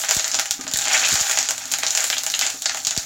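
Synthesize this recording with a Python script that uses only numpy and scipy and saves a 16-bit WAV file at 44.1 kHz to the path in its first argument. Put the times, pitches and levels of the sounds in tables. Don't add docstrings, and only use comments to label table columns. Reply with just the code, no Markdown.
import sys
import numpy as np
from scipy import signal
from scipy.fft import rfft, irfft
from scipy.io import wavfile
from scipy.ndimage import uniform_filter1d

SR = 44100
rng = np.random.default_rng(int(sys.argv[2]) if len(sys.argv) > 2 else 0)


def store_pcm(level_fs):
    pcm = np.round(np.clip(level_fs, -1, 1) * 32767).astype(np.int16)
    wavfile.write(sys.argv[1], SR, np.atleast_2d(pcm).T)


N = 134505

# (time [s], body level [dB], snap level [dB], top level [dB])
POPS = [(0.036, -20, -25, -58), (0.047, -23, -24, -59), (0.0859, -21, -21, -47), (0.0903, -24, -13.5, -42),
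        (0.1093, -15.5, -10.5, -33), (0.147, -47, -18.5, -33.5), (0.1664, -28, -17, -45),
        (0.1892, -25.5, -23, -51), (0.1952, -21, -15, -49), (0.2434, -25.5, -16.5, -52),
        (0.2788, -30.5, -20, -37), (0.3152, -32, -19, -53), (0.337, -27, -23, -59), (0.3435, -20, -15, -44),
        (0.3515, -31, -16, -47), (0.3885, -17.5, -18, -48), (0.3957, -17.5, -14, -34),
        (0.4567, -24.5, -23.5, -43), (0.509, -26.5, -13, -34), (0.6102, -32.5, -24.5, -46),
        (0.638, -33.5, -33, -51), (0.667, -24, -34, -53), (0.6784, -33, -22.5, -55),
        (0.7134, -30.5, -23, -45), (0.7366, -32, -15.5, -35), (0.7586, -24.5, -20, -46),
        (0.772, -44, -19, -31.5), (0.7876, -27, -16.5, -50), (0.811, -28, -21.5, -43),
        (0.8174, -25, -19, -42), (0.84, -49, -23, -52), (0.8541, -22, -19.5, -60),
        (0.8812, -23, -17.5, -44), (0.9122, -20.5, -38, -42), (0.9322, -24, -16.5, -33.5),
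        (1.001, -44, -25, -44), (1.0297, -20, -26, -51), (1.088, -23.5, -19, -36), (1.1164, -38, -34, -60),
        (1.126, -36, -16, -40), (1.1395, -40, -18, -35), (1.155, -18.5, -15.5, -47),
        (1.1908, -33, -26, -49), (1.204, -37, -20, -40), (1.2101, -34, -15, -33.5),
        (1.2961, -20.5, -17.5, -42), (1.3116, -18, -17.5, -36.5), (1.3727, -18.5, -16, -40.6),
        (1.3868, -24, -12, -38), (1.4277, -26.5, -18, -43), (1.4878, -19, -15, -39),
        (1.5074, -20.5, -16, -35), (1.5794, -30, -22.5, -43), (1.6552, -44, -25.5, -51.1),
        (1.7158, -29, -19, -40), (1.721, -33, -21.5, -33), (1.7371, -19, -14.5, -42),
        (1.7858, -29, -21, -34), (1.8332, -16.5, -17.5, -46), (1.8647, -26, -15, -51),
        (1.8813, -36, -21.5, -51), (1.9059, -35, -15, -58), (1.9501, -24, -14.5, -55),
        (1.9731, -17, -13.5, -36), (2.005, -48, -16.5, -41), (2.0414, -19, -17.5, -32),
        (2.1001, -17.5, -14, -38), (2.1275, -18, -24, -52), (2.1681, -25.5, -28, -52),
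        (2.1813, -25.5, -16.5, -39.5), (2.2351, -32, -21, -37.5), (2.2645, -21, -16, -33.5),
        (2.2999, -31.5, -19, -42), (2.3183, -52, -25, -42), (2.3386, -28, -24, -47.8),
        (2.3487, -32, -18, -53), (2.3914, -23.5, -15.5, -34.5), (2.4115, -19, -15.5, -52),
        (2.4205, -27, -22, -47), (2.4651, -21.5, -17, -53), (2.5012, -30.5, -23.5, -45),
        (2.6205, -32, -21.5, -40.5), (2.6567, -17.5, -14.5, -48), (2.6948, -21, -19, -75),
        (2.746, -22, -22, -46), (2.7717, -24.5, -26, -42), (2.849, -37, -18.5, -52),
        (2.8691, -27, -13, -39), (2.9079, -28, -16, -44), (2.951, -47, -31, -55), (2.9642, -26, -21, -59),
        (2.976, -40, -15.5, -39.5)]
# (low edge [Hz], high edge [Hz])
BANDS_HZ = [(450, 3300), (3300, 8300), (8300, 16000)]
# (frequency [Hz], level [dB])
BURST_COLOUR = [(100, -19), (400, -10), (520, -13), (650, 0.5), (820, -3), (1050, -9), (1400, -0.5),
                (2200, -2.5), (3200, -1), (5000, 3), (6200, 6), (7050, 10), (7500, 5), (8100, -4.5),
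                (9300, -10.5), (12000, -12.5), (16000, -13.5)]


def pops(size=1024, count=24):
    trim_db = [-2, 0.5, 12.5]
    max_sweep_s, mean_smear_s = 0.000657, 0.002019
    mean_tint_db = 2.5
    level_window_s = 0.003

    out = np.zeros(N)
    f = np.arange(size // 2 + 1) * SR / size
    knots = np.linspace(0, SR / 2, count)
    colour = rfft(response(BURST_COLOUR), size)
    window_gain = np.sqrt(level_window_s * SR / size)
    for row, (sweep, smear, tint) in zip(POPS, rng.random((len(POPS), 3, count))):
        late_s = max_sweep_s * sweep[0] + 2 * mean_smear_s * np.interp(f, knots, smear)
        late_s = late_s * np.exp(-f / 5000)
        phase = -2 * np.pi * np.cumsum(late_s) * SR / size
        gain = colour * undb(2 * mean_tint_db * np.interp(f, knots, 2 * tint - 1))
        burst = irfft(gain * np.exp(1j * phase)) * np.linspace(1, 0, size)
        for (lo, hi), db, trim in zip(BANDS_HZ, row[1:], trim_db):
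            add(out, row[0], unit(band(burst, lo, hi)) * window_gain * undb(db + trim))
    return out


def fizz():
    rise_s, decay_s, below_snap_db = 0.0032, 0.022, -14.5
    power, t = np.zeros(N), np.arange(SR // 5) / SR
    shape = np.minimum(t / rise_s, 1) ** 2 * np.exp(-(t / decay_s) ** 2)
    for start, _, snap_db, _ in POPS:
        add(power, start, undb(snap_db + below_snap_db) ** 2 * shape)
    return bubbling() * np.sqrt(power)


def crackle():
    # (time [s], wet crackle level [dB], sizzle level [dB], fine spatter level [dB])
    frying = [(0.0, -34, -22, -26), (0.08, -37.5, -31, -43), (0.125, -26.5, -28, -30.5),
              (0.305, -36.5, -31, -40), (0.51, -43, -35, -49), (0.71, -46, -46, -48), (0.77, -35, -49, -37),
              (0.9, -24.5, -18.5, -37), (1.0, -25.5, -19, -34), (1.09, -26, -19, -30),
              (1.22, -28.5, -21.5, -33), (1.32, -25.5, -22.5, -31.5), (1.48, -36, -28, -46),
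              (1.56, -39, -33, -41), (1.77, -35.5, -33, -41), (1.92, -34.5, -35, -34),
              (2.0, -27, -26.5, -31.5), (2.14, -39, -28, -34), (2.33, -39.5, -49, -38),
              (2.46, -29, -22.5, -37), (2.6, -49.5, -37, -42.5), (2.69, -31, -29.5, -44),
              (2.84, -45.5, -33.5, -42), (2.94, -38.5, -43, -46), (3.05, -41.5, -31.5, -40)]
    trims_db = (-3.5, -4.5, -2.5)
    needle_db = 0

    t = np.arange(N) / SR
    times, *levels = np.array(frying).T
    wet = bubbling()
    needles = unit(through(clicks(per_s=220, spread_db=2.5), response(BURST_COLOUR)))
    sizzle = wet + undb(needle_db) * needles
    spatter = unit(through(clicks(per_s=2500, spread_db=9), response(BURST_COLOUR)))
    out = np.zeros(N)
    for x, (lo, hi), level, trim in zip((wet, sizzle, spatter), BANDS_HZ, levels, trims_db):
        out += unit(band(x, lo, hi)) * undb(np.interp(t, times, level) + trim)
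    return out


def bubbling():
    # (frequency [Hz], level [dB])
    pitches = [(800, -1), (1600, -2.5), (2400, -2), (3300, 0), (4400, 7), (5700, 4.5), (7100, 1)]
    width_hz, tick_db = 590, 3
    grains = np.zeros(N)
    for hz, db in pitches:
        grains += undb(db) * resonate(clicks(per_s=260, spread_db=7.0), hz, width_hz)
    ticks = reflect(clicks(per_s=170, spread_db=0.5), t60_s=0.0035, delay_s=0)
    return unit(through(unit(grains) + undb(tick_db) * unit(ticks), response(BURST_COLOUR)))


def thumps():
    # (time [s], level [dB])
    thuds = [(0.1657, -25.5), (0.507, -43), (0.7385, -31), (0.788, -42), (1.1186, -34), (1.127, -28),
             (1.139, -27.5), (1.21, -34), (2.87, -40), (2.975, -24)]
    start_hz, sag_s, decay_s = 560, 0.0015, 0.013
    out, t = np.zeros(N), np.arange(SR // 8) / SR
    hz = start_hz / (1 + t / sag_s)
    thud = -np.sin(2 * np.pi * np.cumsum(hz) / SR) * np.exp(-(t / decay_s) ** 2)
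    for start, db in thuds:
        add(out, start, thud * undb(db))
    return out


def scrapes():
    # (time [s], length [s], resonance [Hz], level [dB])
    strokes = [(0.101, 0.011, 1600, -42), (0.382, 0.06, 1670, -37.5), (0.899, 0.031, 2340, -29),
               (0.939, 0.031, 2060, -21.5), (1.032, 0.049, 2740, -26.5), (1.372, 0.022, 2000, -27),
               (1.828, 0.0097, 2200, -26), (2.123, 0.028, 2830, -28.5), (2.167, 0.0086, 3430, -26),
               (2.338, 0.0047, 3200, -17), (2.421, 0.022, 2430, -28), (2.658, 0.0092, 4900, -21),
               (2.881, 0.0055, 3770, -40)]
    width_hz = 1590
    out, t = np.zeros(N), np.arange(N) / SR
    grit = band(clicks(per_s=4500, spread_db=4), 940, 5100)
    for start, length, hz, db in strokes:
        progress = np.clip((t - start) / length, 0, 1)
        slips = grit * np.minimum(progress * 20, 1) * np.sqrt(1 - progress)
        stroke = resonate(resonate(slips, hz, width_hz), hz, width_hz)
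        out += unit(stroke) * np.sqrt(length * SR / N) * undb(db)
    return out


def knocks():
    # (time [s], level [dB])
    hits = [(0.592, -35.5), (.648, -42), (2.542, -41.5)]
    # (frequency [Hz], level [dB], t60 [s])
    wall_modes = [(272, 4, 0.15), (770, -9, 0.15), (1225, -7, 0.28), (1300, -9, 0.12)]
    thud_db, thud_decay_s = -5, 0.029
    out, t = np.zeros(N), np.arange(SR // 2) / SR
    wall = sum(undb(db - 60 * t / t60) * np.sin(2 * np.pi * hz * t) for hz, db, t60 in wall_modes)
    for start, db in hits:
        wood = unit(band(rng.standard_normal(len(t)), 220, 480)) * np.exp(-t / thud_decay_s)
        add(out, start, (wall + wood * undb(thud_db)) * undb(db))
    return out


def pot_ring(oil):
    # (frequency [Hz], level [dB], t60 [s])
    cavity_modes = [(641.5, -2.5, 0.14), (770, -3.5, 0.25), (803, -2, 0.28), (1530, -36, .1),
                    (2300, -25, 0.099)]
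    ring_db = -49.5
    t = np.arange(SR // 2) / SR
    cavity = sum(undb(db - 60 * t / t60) * np.cos(2 * np.pi * hz * t) for hz, db, t60 in cavity_modes)
    return through(oil, cavity) * undb(ring_db)


def reflect(x, t60_s, delay_s, count=8):
    hold = SR // 250
    spot = np.repeat(rng.integers(count, size=N // hold + 1), hold)[:N]
    out = np.zeros(N)
    for k in range(count):
        gate = uniform_filter1d(1. * (spot == k), size=24)
        out += through(x * gate, tail(t60_s, delay_s))
    return out


def tail(t60_s, delay_s, size=22050):
    t = np.arange(size) / SR
    h = rng.standard_normal(size) * undb(-60 * t / t60_s) * (t > delay_s)
    return unit(h) / np.sqrt(size)


def kitchen_air():
    # (frequency [Hz], level per Hz [dB])
    air_colour = [(25, -17), (55, -13), (95, 0.5), (170, -1.5), (220, -4), (280, 7), (380, -22),
                  (700, -9.5), (2000, -11), (8000, -20)]
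    centre_db, waver_db = -51, 3
    noise = unit(through(rng.standard_normal(N), response(air_colour, size=8192)))
    return noise * undb(centre_db + waver_db * waver())


def undb(db):
    return 10 ** (np.asarray(db) / 20)


def unit(x):
    return x / np.sqrt(np.mean(x ** 2) + 1e-20)


def add(out, start_s, x):
    i = max(int(start_s * SR), 0)
    out[i:i + len(x)] += x[:max(len(out) - i, 0)]


def band(x, lo_hz, hi_hz):
    sos = signal.butter(3, [lo_hz, min(hi_hz, .48 * SR)], "band", fs=SR, output="sos")
    return signal.sosfilt(sos, x)


def resonate(x, hz, width_hz):
    return signal.lfilter(*signal.iirpeak(hz, hz / width_hz, fs=SR), x)


def response(points, size=1024):
    hz, db = np.array(points, float).T
    f = np.maximum(np.arange(size // 2 + 1) * SR / size, 1)
    gain = undb(np.interp(np.log(f), np.log(np.sort(hz)), db))
    cepstrum = irfft(np.log(gain))
    cepstrum[1:size // 2] *= 2
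    cepstrum[size // 2 + 1:] = 0
    return irfft(np.exp(rfft(cepstrum)))


def through(x, ir):
    return signal.fftconvolve(x, ir)[:len(x)]


def clicks(per_s, spread_db):
    size = undb(spread_db * np.minimum(rng.exponential(size=N), 3))
    return (rng.random(N) < per_s / SR) * size * rng.choice([-1, 1], N)


def waver(count=40):
    return np.interp(np.linspace(0, count - 1, N), np.arange(count), rng.uniform(-2, 2, count))


def scene():
    # (frequency [Hz], side minus mid level [dB])
    side_colour = [(100, -51), (2500, -65), (7300, -46), (7800, -15), (9000, -6), (16000, -9)]
    early_db, late_db = -4, -3
    oil = pops() + fizz() + crackle() + scrapes()
    early = undb(early_db) * reflect(oil, t60_s=0.035, delay_s=0.0012)
    late = undb(late_db) * reflect(oil, t60_s=0.19, delay_s=0.0046)
    mid = oil + early + late + thumps() + knocks() + pot_ring(oil + early) + kitchen_air()
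    side = through(reflect(mid, t60_s=0.11, delay_s=0), response(side_colour))
    return np.array([mid + side, mid - side])


def record(dry):
    top_hz = 15900
    low_pass = signal.ellip(10, .2, 80, top_hz, fs=SR, output="sos")
    return signal.sosfilt(low_pass, np.clip(dry, -1, 1))


dry = scene()
out = record(dry)
store_pcm(out)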